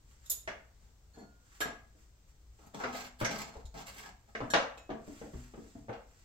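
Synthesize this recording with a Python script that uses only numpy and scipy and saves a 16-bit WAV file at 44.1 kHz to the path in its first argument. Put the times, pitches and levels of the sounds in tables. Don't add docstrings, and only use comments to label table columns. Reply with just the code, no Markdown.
import sys
import numpy as np
from scipy import signal
from scipy.fft import rfft, irfft
from scipy.io import wavfile

SR = 44100
rng = np.random.default_rng(int(sys.argv[2]) if len(sys.argv) > 2 else 0)


def output_pcm(signal):
    pcm = np.clip(np.atleast_2d(signal).T, -1, 1) * 32767
    wavfile.write(sys.argv[1], SR, np.round(pcm).astype(np.int16))


N = 275184
T = np.arange(N) / SR
RING = 24576
RING_T = np.arange(RING) / SR

# start in seconds, relative level in dB, contact time in ms,
# thud of the bottom panel in dB.
KNOCKS = [(0.301, -57, 0.36, -15.5), (0.476, -39.5, 0.35, -8), (1.173, -50, 1.7, 0), (1.209, -48.5, 2, -2),
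          (1.606, -37, 0.31, -9.5), (1.655, -41.5, 0.49, -1.5), (1.95, -70.5, 1.7, 9),
          (2.59, -66.5, 0.51, 1.5), (2.741, -55, .5, -11), (2.803, -34.5, 0.88, -17),
          (2.838, -32, 0.6, -15.5), (2.947, -40, 0.52, -30), (3.213, -34, 0.57, 0),
          (3.247, -36.5, 0.21, -9), (3.554, -41, 1.76, -25), (4.35, -41, 0.47, -3.5),
          (4.405, -35, 0.91, -3.5), (4.537, -22, .32, -13), (4.774, -55.5, 0.33, -5),
          (4.893, -40.5, 1.33, -3), (4.903, -39.5, 0.79, 1), (5.078, -50.5, 1.7, 4),
          (5.215, -47, 0.87, 3.5), (5.336, -54, 0.69, 12), (5.538, -52.5, 0.86, 2),
          (5.577, -46, 2.25, -2.5), (5.753, -48, 2.15, 3.5), (5.884, -43.5, 1, -6),
          (5.893, -34.5, 1.34, -17.5), (5.93, -48, 0.48, -24)]
# frequency in Hz, gain in dB.
KNOCK_COLOUR = [(50, -4), (125, -5), (280, 3.5), (520, 0), (780, -3.5), (1250, -6), (2300, -8),
                (6300, -8.5), (10500, -20.5)]
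# frequency in Hz, energy in dB, 60 dB decay time in seconds.
PANEL_MODES = [(125.6, -2, 0.24), (220.7, -3, 0.25), (285.9, -4.5, 0.2), (455.5, -2.5, 0.11),
               (645.7, -2.5, 0.12), (690, -3, 0.13), (789, -9.5, 0.21), (1268, -5.5, 0.055),
               (1650, -8, 0.074), (2024, -8, 0.056), (3190, -53.5, 0.11), (5980, 6, 0.033)]

# frequency in Hz, energy in dB, 60 dB decay time in seconds.
BRIGHT_FORK = [(3607, -13.5, 0.28), (3914, -10.5, .08), (5250, -9.5, 0.053), (6230, -8, 0.043),
               (6810, 3, .18), (7138, 1, 0.13), (7800, -3.5, .1), (8780, -5, .17), (9170, -4, .11),
               (10900, -2, .1), (10920, 0.5, .18), (11800, 0.5, .17), (11460, 3, 0.17), (12230, -1, 0.16),
               (12560, -2.5, .1), (13500, -3, 0.19), (14060, -7, 0.23), (14400, -9.5, .13),
               (15230, -11, .19), (15100, -6.5, .1)]
HEAVY_FORK = [(1293, -12, 0.076), (1620, -0.5, 0.047), (1670, 0.5, 0.08), (1785, -12.5, 0.1),
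              (2530, -14.5, 0.34), (3120, -8.5, 0.021), (3720, -6, 0.069), (4250, -5.5, 0.094),
              (5720, -3, 0.1), (7300, -9.5, 0.22), (7180, 0.5, 0.017), (7390, -0.5, 0.035),
              (8520, -10.5, 0.07), (10060, 4, 0.16), (11320, -9.5, 0.17), (11500, -11, .08),
              (12280, -8, .14), (14100, -10, .15)]
LOOSE_FORK = [(1428, 4.5, 0.99), (1703, 1, 0.21), (3500, -14, .35), (4340, 0.5, 0.26), (6340, -18, .18),
              (6960, -2, .2), (11340, -20, .13)]
PINNED_FORK = [(1576, -2, 0.15), (2038, 1.5, 0.13), (2190, 0.5, 0.051), (3030, -34, .2), (5430, -4, 0.19),
               (5960, -7, 0.076), (6200, -7, 0.036), (9400, -23, .1), (12280, -17, .1), (13450, -32, .1)]
SMALL_FORK = [(2560, 2, 0.35), (3914, -3, 0.15), (5400, -12, .3), (6998, -5, 0.29), (7530, -6, 0.14),
              (11440, -11, 0.18)]
FORKS = [BRIGHT_FORK, HEAVY_FORK, LOOSE_FORK, PINNED_FORK, SMALL_FORK]
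# start in seconds, fork index, relative level in dB,
# brightness in dB per octave, jostling of other forks in dB.
CLINKS = [(0.259, 0, -55, -6.5, 2.5), (0.298, 0, -31.5, 2.5, 5), (0.304, 0, -28.5, 20, -2),
          (0.313, 0, -41.5, -12, 4), (0.476, 3, -42.5, -12, 8), (1.136, 2, -63, 5, -14),
          (1.185, 2, -59.5, 4, -8), (1.225, 2, -61, -23, -21), (1.604, 1, -36, 8.5, -13),
          (1.611, 1, -30, -7.5, -4), (2.663, 0, -68.5, 2, 9), (2.838, 3, -44, -20, 6),
          (3.249, 3, -30.5, -1, 2.5), (3.38, 0, -57, 10, 11), (3.52, 2, -63, -1, -4),
          (3.654, 0, -62.5, -14.5, 9), (4.034, 1, -50, -15, -2), (4.35, 3, -45, -18, 9),
          (4.502, 1, -37.5, -0.5, -5), (4.776, 4, -55.5, 0, -1)]

# start in seconds, length in seconds, relative level
# in dB, bite in dB (low when flat on wood, high when tines scrape on metal).
SLIDES = [(.81, 0.076, -75, -9), (1.135, .09, -67, -9.5), (2.585, .09, -71, -18), (2.73, 0.06, -56, -16.5),
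          (2.79, 0.042, -50, -8.5), (2.862, 0.082, -55, -10), (2.923, 0.08, -45.5, 4.5),
          (2.99, .08, -49.5, 6), (3.185, 0.039, -47, 12), (3.275, .04, -51.5, -6),
          (3.305, 0.052, -44.5, -5.5), (3.375, 0.041, -41.5, 1), (3.42, .07, -54.5, -12.5),
          (3.509, .11, -67, -13), (3.735, .08, -50.5, -12.5), (3.765, 0.01, -46.5, 8.5),
          (3.853, 0.044, -46.5, 9), (3.91, 0.074, -55.5, 9), (3.959, 0.073, -50, 8.5),
          (4.024, 0.065, -56, -6.5), (4.27, 0.032, -71, -13)]
# frequency in Hz, relative spectral density in dB.
RUMBLE_COLOUR = [(60, -24), (200, 11.5), (450, -4.5), (800, 7), (1400, -2), (3000, -26)]
SCRAPE_COLOUR = [(700, 0.5), (1600, 2), (2400, 1), (4000, -1), (7000, -1.5), (9000, -12.5), (12000, -15)]
HISS_COLOUR = [(5000, -46), (9000, -10), (12000, -14.5), (15500, -19)]

# fastest moment in seconds, length in seconds, level in dB.
ARM_SWINGS = [(.12, .12, -70), (0.257, 0.084, -66.5), (0.82, 0.15, -76.5), (1.565, 0.24, -66),
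              (2.01, 0.11, -72.5), (2.294, 0.035, -73), (2.624, .15, -71.5), (4.407, .25, -72),
              (5.162, 0.25, -62.5), (5.398, 0.2, -64.5), (5.677, 0.31, -68.5), (6.205, 0.32, -71)]
# frequency in Hz, relative spectral density in dB.
SWISH_COLOUR = [(300, -17.5), (1500, -1), (4000, -5.5), (7500, 3), (9000, -8.5), (15000, -13.5)]
RUB_COLOUR = [(200, -17), (700, -5), (1400, 4.5), (2800, -4), (5000, -10.5), (12000, -8.5)]

# start in seconds, relative level in dB, brightness in dB per octave.
JOLTS = [(2.831, -69.5, 31.5), (3.215, -37.5, -6), (4.407, -43.5, 2.5), (5.36, -58.5, 12.5),
         (5.888, -44.5, -16)]
# start in seconds, relative level in dB.
WEIGHT_SHIFTS = [(3.564, -50.5), (3.647, -45.5), (5.349, -43.5)]
# frequency in Hz, amplitude in dB, 60 dB decay time in seconds.
CABINET_MODES = [(116.4, 0.5, .19), (227, -19.5, 0.36), (247, -13, .8)]
FLOOR_MODES = [(38.4, -8, 0.52), (47.8, -11.5, 1), (64.3, 1, 0.21)]

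# band centre in Hz, 60 dB decay time in seconds.
ROOM_T60 = [(100, 0.48), (300, 0.36), (700, 0.42), (2000, 0.41), (4000, 0.32), (7500, 0.32), (14000, 0.026)]
# frequency in Hz, relative spectral density in dB.
ROOM_TONE_COLOUR = [(20, -8), (40, 0), (57, 5), (78, -6), (115, -8), (170, -19.5), (400, -25.5),
                    (1000, -32), (2500, -38.5), (7800, -36), (9500, -46.5), (15500, -39.5)]
# frequency in Hz, gain in dB.
MIC_COLOUR = [(8500, 1), (9350, -3), (9750, -10.5), (10300, -7.5), (10900, -1.5), (12000, -2.5)]
# frequency in Hz, left gain minus right gain in dB.
PORT_BALANCE = [(100, 2), (220, 4.5), (900, 4.1), (2400, 3), (4400, -0.5), (8000, -0.5), (13000, 6)]


def knocks(gain_db=45, soft_db_per_octave=12, thud_hz=390, panel_db=-13):
    out = np.zeros((2, N))
    hz, base_db = np.transpose(KNOCK_COLOUR)
    bass_share = 1 / (1 + (hz / thud_hz) ** 6)
    for start, level_db, contact_ms, thud_db in KNOCKS:
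        octaves_above = np.log2(1 + (hz * contact_ms / 1000) ** 4) / 4
        spectrum_db = base_db - soft_db_per_octave * octaves_above + thud_db * bass_share
        modes = [(mode_hz * (1 + 0.012 * rng.standard_normal()), db + 2 * rng.standard_normal(), t60)
                 for mode_hz, db, t60 in PANEL_MODES]
        panels = undb(panel_db) * unit_energy(ring(modes))
        crack = contact(chatter_db=-4, t60=0.033)
        blow = colour(crack + panels, np.column_stack([hz, spectrum_db]))
        heard = room(blow, early_db=5.5, tail_db=9, right_db=2.5, early_t60=0.07)
        add(out, start, undb(level_db + gain_db) * heard)
    return out


def clinks(gain_db=28, click_db=-6, neighbour_db=-4, detune=0.012):
    out = np.zeros((2, N))
    for start, fork, level_db, tilt_db, jostle_db in CLINKS:
        modes = [(hz, db + tilt_db * np.log2(hz / 5000), t60) for hz, db, t60 in FORKS[fork]]
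        neighbours = [(hz * (1 + detune * rng.standard_normal()), db + neighbour_db + jostle_db, t60 / 2)
                      for hz, db, t60 in modes]
        lowest_hz = modes[0][0]
        click_colour = [(250, -22), (lowest_hz / 2, -24)] + [(hz, db) for hz, db, _ in modes]
        click = colour(contact(chatter_db=13.5, t60=0.063), click_colour)
        clink = unit_energy(ring(modes + neighbours)) + undb(click_db + jostle_db) * unit_energy(click)
        heard = room(clink, early_db=7.5, tail_db=2, right_db=4.2)
        add(out, start, undb(level_db + gain_db) * heard)
    return out


def contact(chatter_db, t60):
    force = undb(chatter_db) * unit_energy(rng.standard_normal(RING) * fade(t60))
    force[0] += 1
    return unit_energy(force)


def ring(modes):
    out = 0
    for hz, db, t60 in modes:
        phase = 2 * np.pi * (hz * RING_T + rng.random())
        out += undb(db) * unit_energy(fade(t60) * np.sin(phase))
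    return out


def slides(rumble_db=-4, scrape_db=-1, hiss_db=-17):
    slips = stick_slip(spread_db=3.8)
    layers = [wood_rumble(slips), tine_scrape(slips), colour(slips, HISS_COLOUR)]
    envelopes = np.zeros((len(layers), N))
    for start, length_s, level_db, bite_db in SLIDES:
        mix_db = np.array([rumble_db - 0.84 * bite_db, scrape_db, hiss_db + 1.2 * bite_db])
        add(envelopes, start, np.outer(undb(level_db + mix_db), push_force(length_s)))
    return sum(unit(layer) * envelope for layer, envelope in zip(layers, envelopes))


def stick_slip(spread_db, grains_per_s=500):
    sizes = undb(spread_db * np.minimum(rng.exponential(size=N), 5))
    envelope = np.repeat(sizes, SR // grains_per_s)[:N]
    return unit(rng.standard_normal(N) * envelope)


def wood_rumble(slips, panel_db=-9):
    rumble = colour(slips, RUMBLE_COLOUR)
    panels = signal.fftconvolve(rumble, unit_energy(ring(PANEL_MODES)))[:N]
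    return rumble + undb(panel_db) * panels


def tine_scrape(slips, singing_db=-6):
    scratch = colour(slips, SCRAPE_COLOUR)
    singing = signal.fftconvolve(scratch, ring(HEAVY_FORK + PINNED_FORK))[:N]
    return unit(scratch) + undb(singing_db) * unit(singing)


def push_force(length_s, attack_s=0.018, sag_db_per_s=17.5, release_s=0.013):
    attack = np.minimum(RING_T / attack_s, 1)
    release = np.exp(-np.maximum(RING_T - length_s, 0) / release_s)
    return attack * undb(-sag_db_per_s * RING_T) * release


def sleeve(rest_db=-82, firm_db=-65, rub_growth=1.7):
    swings = sum(undb(db) * np.exp(-(2 * (T - peak_s) / length_s) ** 2)
                 for peak_s, length_s, db in ARM_SWINGS)
    stroke_db = 20 * np.log10(np.hypot(swings, undb(rest_db)))
    rub_db = firm_db + rub_growth * (stroke_db - firm_db)
    swish = unit(colour(stick_slip(spread_db=2), SWISH_COLOUR)) * undb(stroke_db)
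    rub = unit(colour(stick_slip(spread_db=4), RUB_COLOUR)) * undb(rub_db)
    return swish + rub


def thumps():
    out = np.zeros(N)
    for start, level_db, tilt_db in JOLTS:
        add(out, start, undb(level_db) * boom(CABINET_MODES, tilt_db))
    for start, level_db in WEIGHT_SHIFTS:
        add(out, start, undb(level_db) * boom(FLOOR_MODES))
    return out


def boom(modes, tilt_db=0, rise_s=0.0051):
    lowest_hz = modes[0][0]
    swing = np.zeros(RING)
    for hz, db, t60 in modes:
        amplitude = undb(db + tilt_db * np.log2(hz / lowest_hz))
        swing += amplitude * np.sin(2 * np.pi * hz * RING_T) * fade(t60)
    return 2 * swing * (1 - np.exp(-RING_T / rise_s))


def room(source, early_db, tail_db, right_db, early_t60=0.081, gap_s=0.002, left_lag_s=0.00026):
    tail = wall_reverberation()
    scatter = rng.standard_normal((2, RING)) * rng.exponential(size=RING)
    early = port_pair(*scatter) * fade(early_t60)
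    response = undb(early_db) * unit_energy(early) + undb(tail_db) * unit_energy(tail)
    response *= RING_T > gap_s
    response[0, round(left_lag_s * SR)] += 1
    response[1, 0] += 1
    heard = signal.fftconvolve(source[None], response, axes=1)[:, :len(source)]
    balance = undb([[-right_db / 2], [right_db / 2]])
    return np.array([unit(port) for port in heard]) * np.std(source) * balance


def wall_reverberation():
    spectrum = rfft(port_pair(*rng.standard_normal((2, RING))))
    bins_hz = np.fft.rfftfreq(RING, 1 / SR)
    tail = np.zeros((2, RING))
    for centre_hz, t60 in ROOM_T60:
        band = curve_at([(hz, hz == centre_hz) for hz, _ in ROOM_T60], bins_hz)
        tail += irfft(spectrum * band) * fade(t60)
    return tail


def room_tone(level_db=-61.5):
    air = [colour(rng.standard_normal(N), ROOM_TONE_COLOUR) for _ in range(2)]
    return undb(level_db) * unit(port_pair(*air))


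def port_pair(mid, difference, shared_hz=700):
    side = signal.sosfilt(signal.butter(1, shared_hz, "high", fs=SR, output="sos"), difference)
    return np.array([mid + side, mid - side])


def colour(x, points, size=4096):
    gain = undb(curve_at(points, np.fft.rfftfreq(size, 1 / SR)))
    cepstrum = irfft(np.log(gain))
    cepstrum[1:size // 2] *= 2
    cepstrum[size // 2 + 1:] = 0
    response = irfft(np.exp(rfft(cepstrum)))
    return signal.fftconvolve(x, response)[:len(x)]


def curve_at(points, hz):
    points_hz, values = np.transpose(points)
    return np.interp(np.log(np.maximum(hz, 1)), np.log(points_hz), values)


def fade(t60):
    return np.exp(np.maximum(-np.log(1000) * RING_T / t60, -20))


def undb(db):
    return 10 ** (np.asarray(db) / 20)


def unit(x):
    return x / np.sqrt(np.mean(x ** 2))


def unit_energy(x):
    return x / np.sqrt(np.sum(x ** 2))


def add(track, start_s, sound):
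    i = max(int(start_s * SR), 0)
    track[..., i:i + sound.shape[-1]] += sound[..., :N - i]


def scene():
    rubbing = room(slides() + sleeve(), early_db=5.5, tail_db=0, right_db=2.5)
    return knocks() + clinks() + rubbing + thumps() + room_tone()


def record(dry, top_hz=15750):
    ports = []
    for channel, sign in zip(dry, (1, -1)):
        port_colour = [(hz, sign * db / 2) for hz, db in PORT_BALANCE]
        ports.append(colour(colour(channel, MIC_COLOUR), port_colour))
    low_pass = signal.ellip(10, 0.2, 70, top_hz, fs=SR, output="sos")
    return signal.sosfilt(low_pass, np.array(ports))


dry = scene()
out = record(dry)
output_pcm(out)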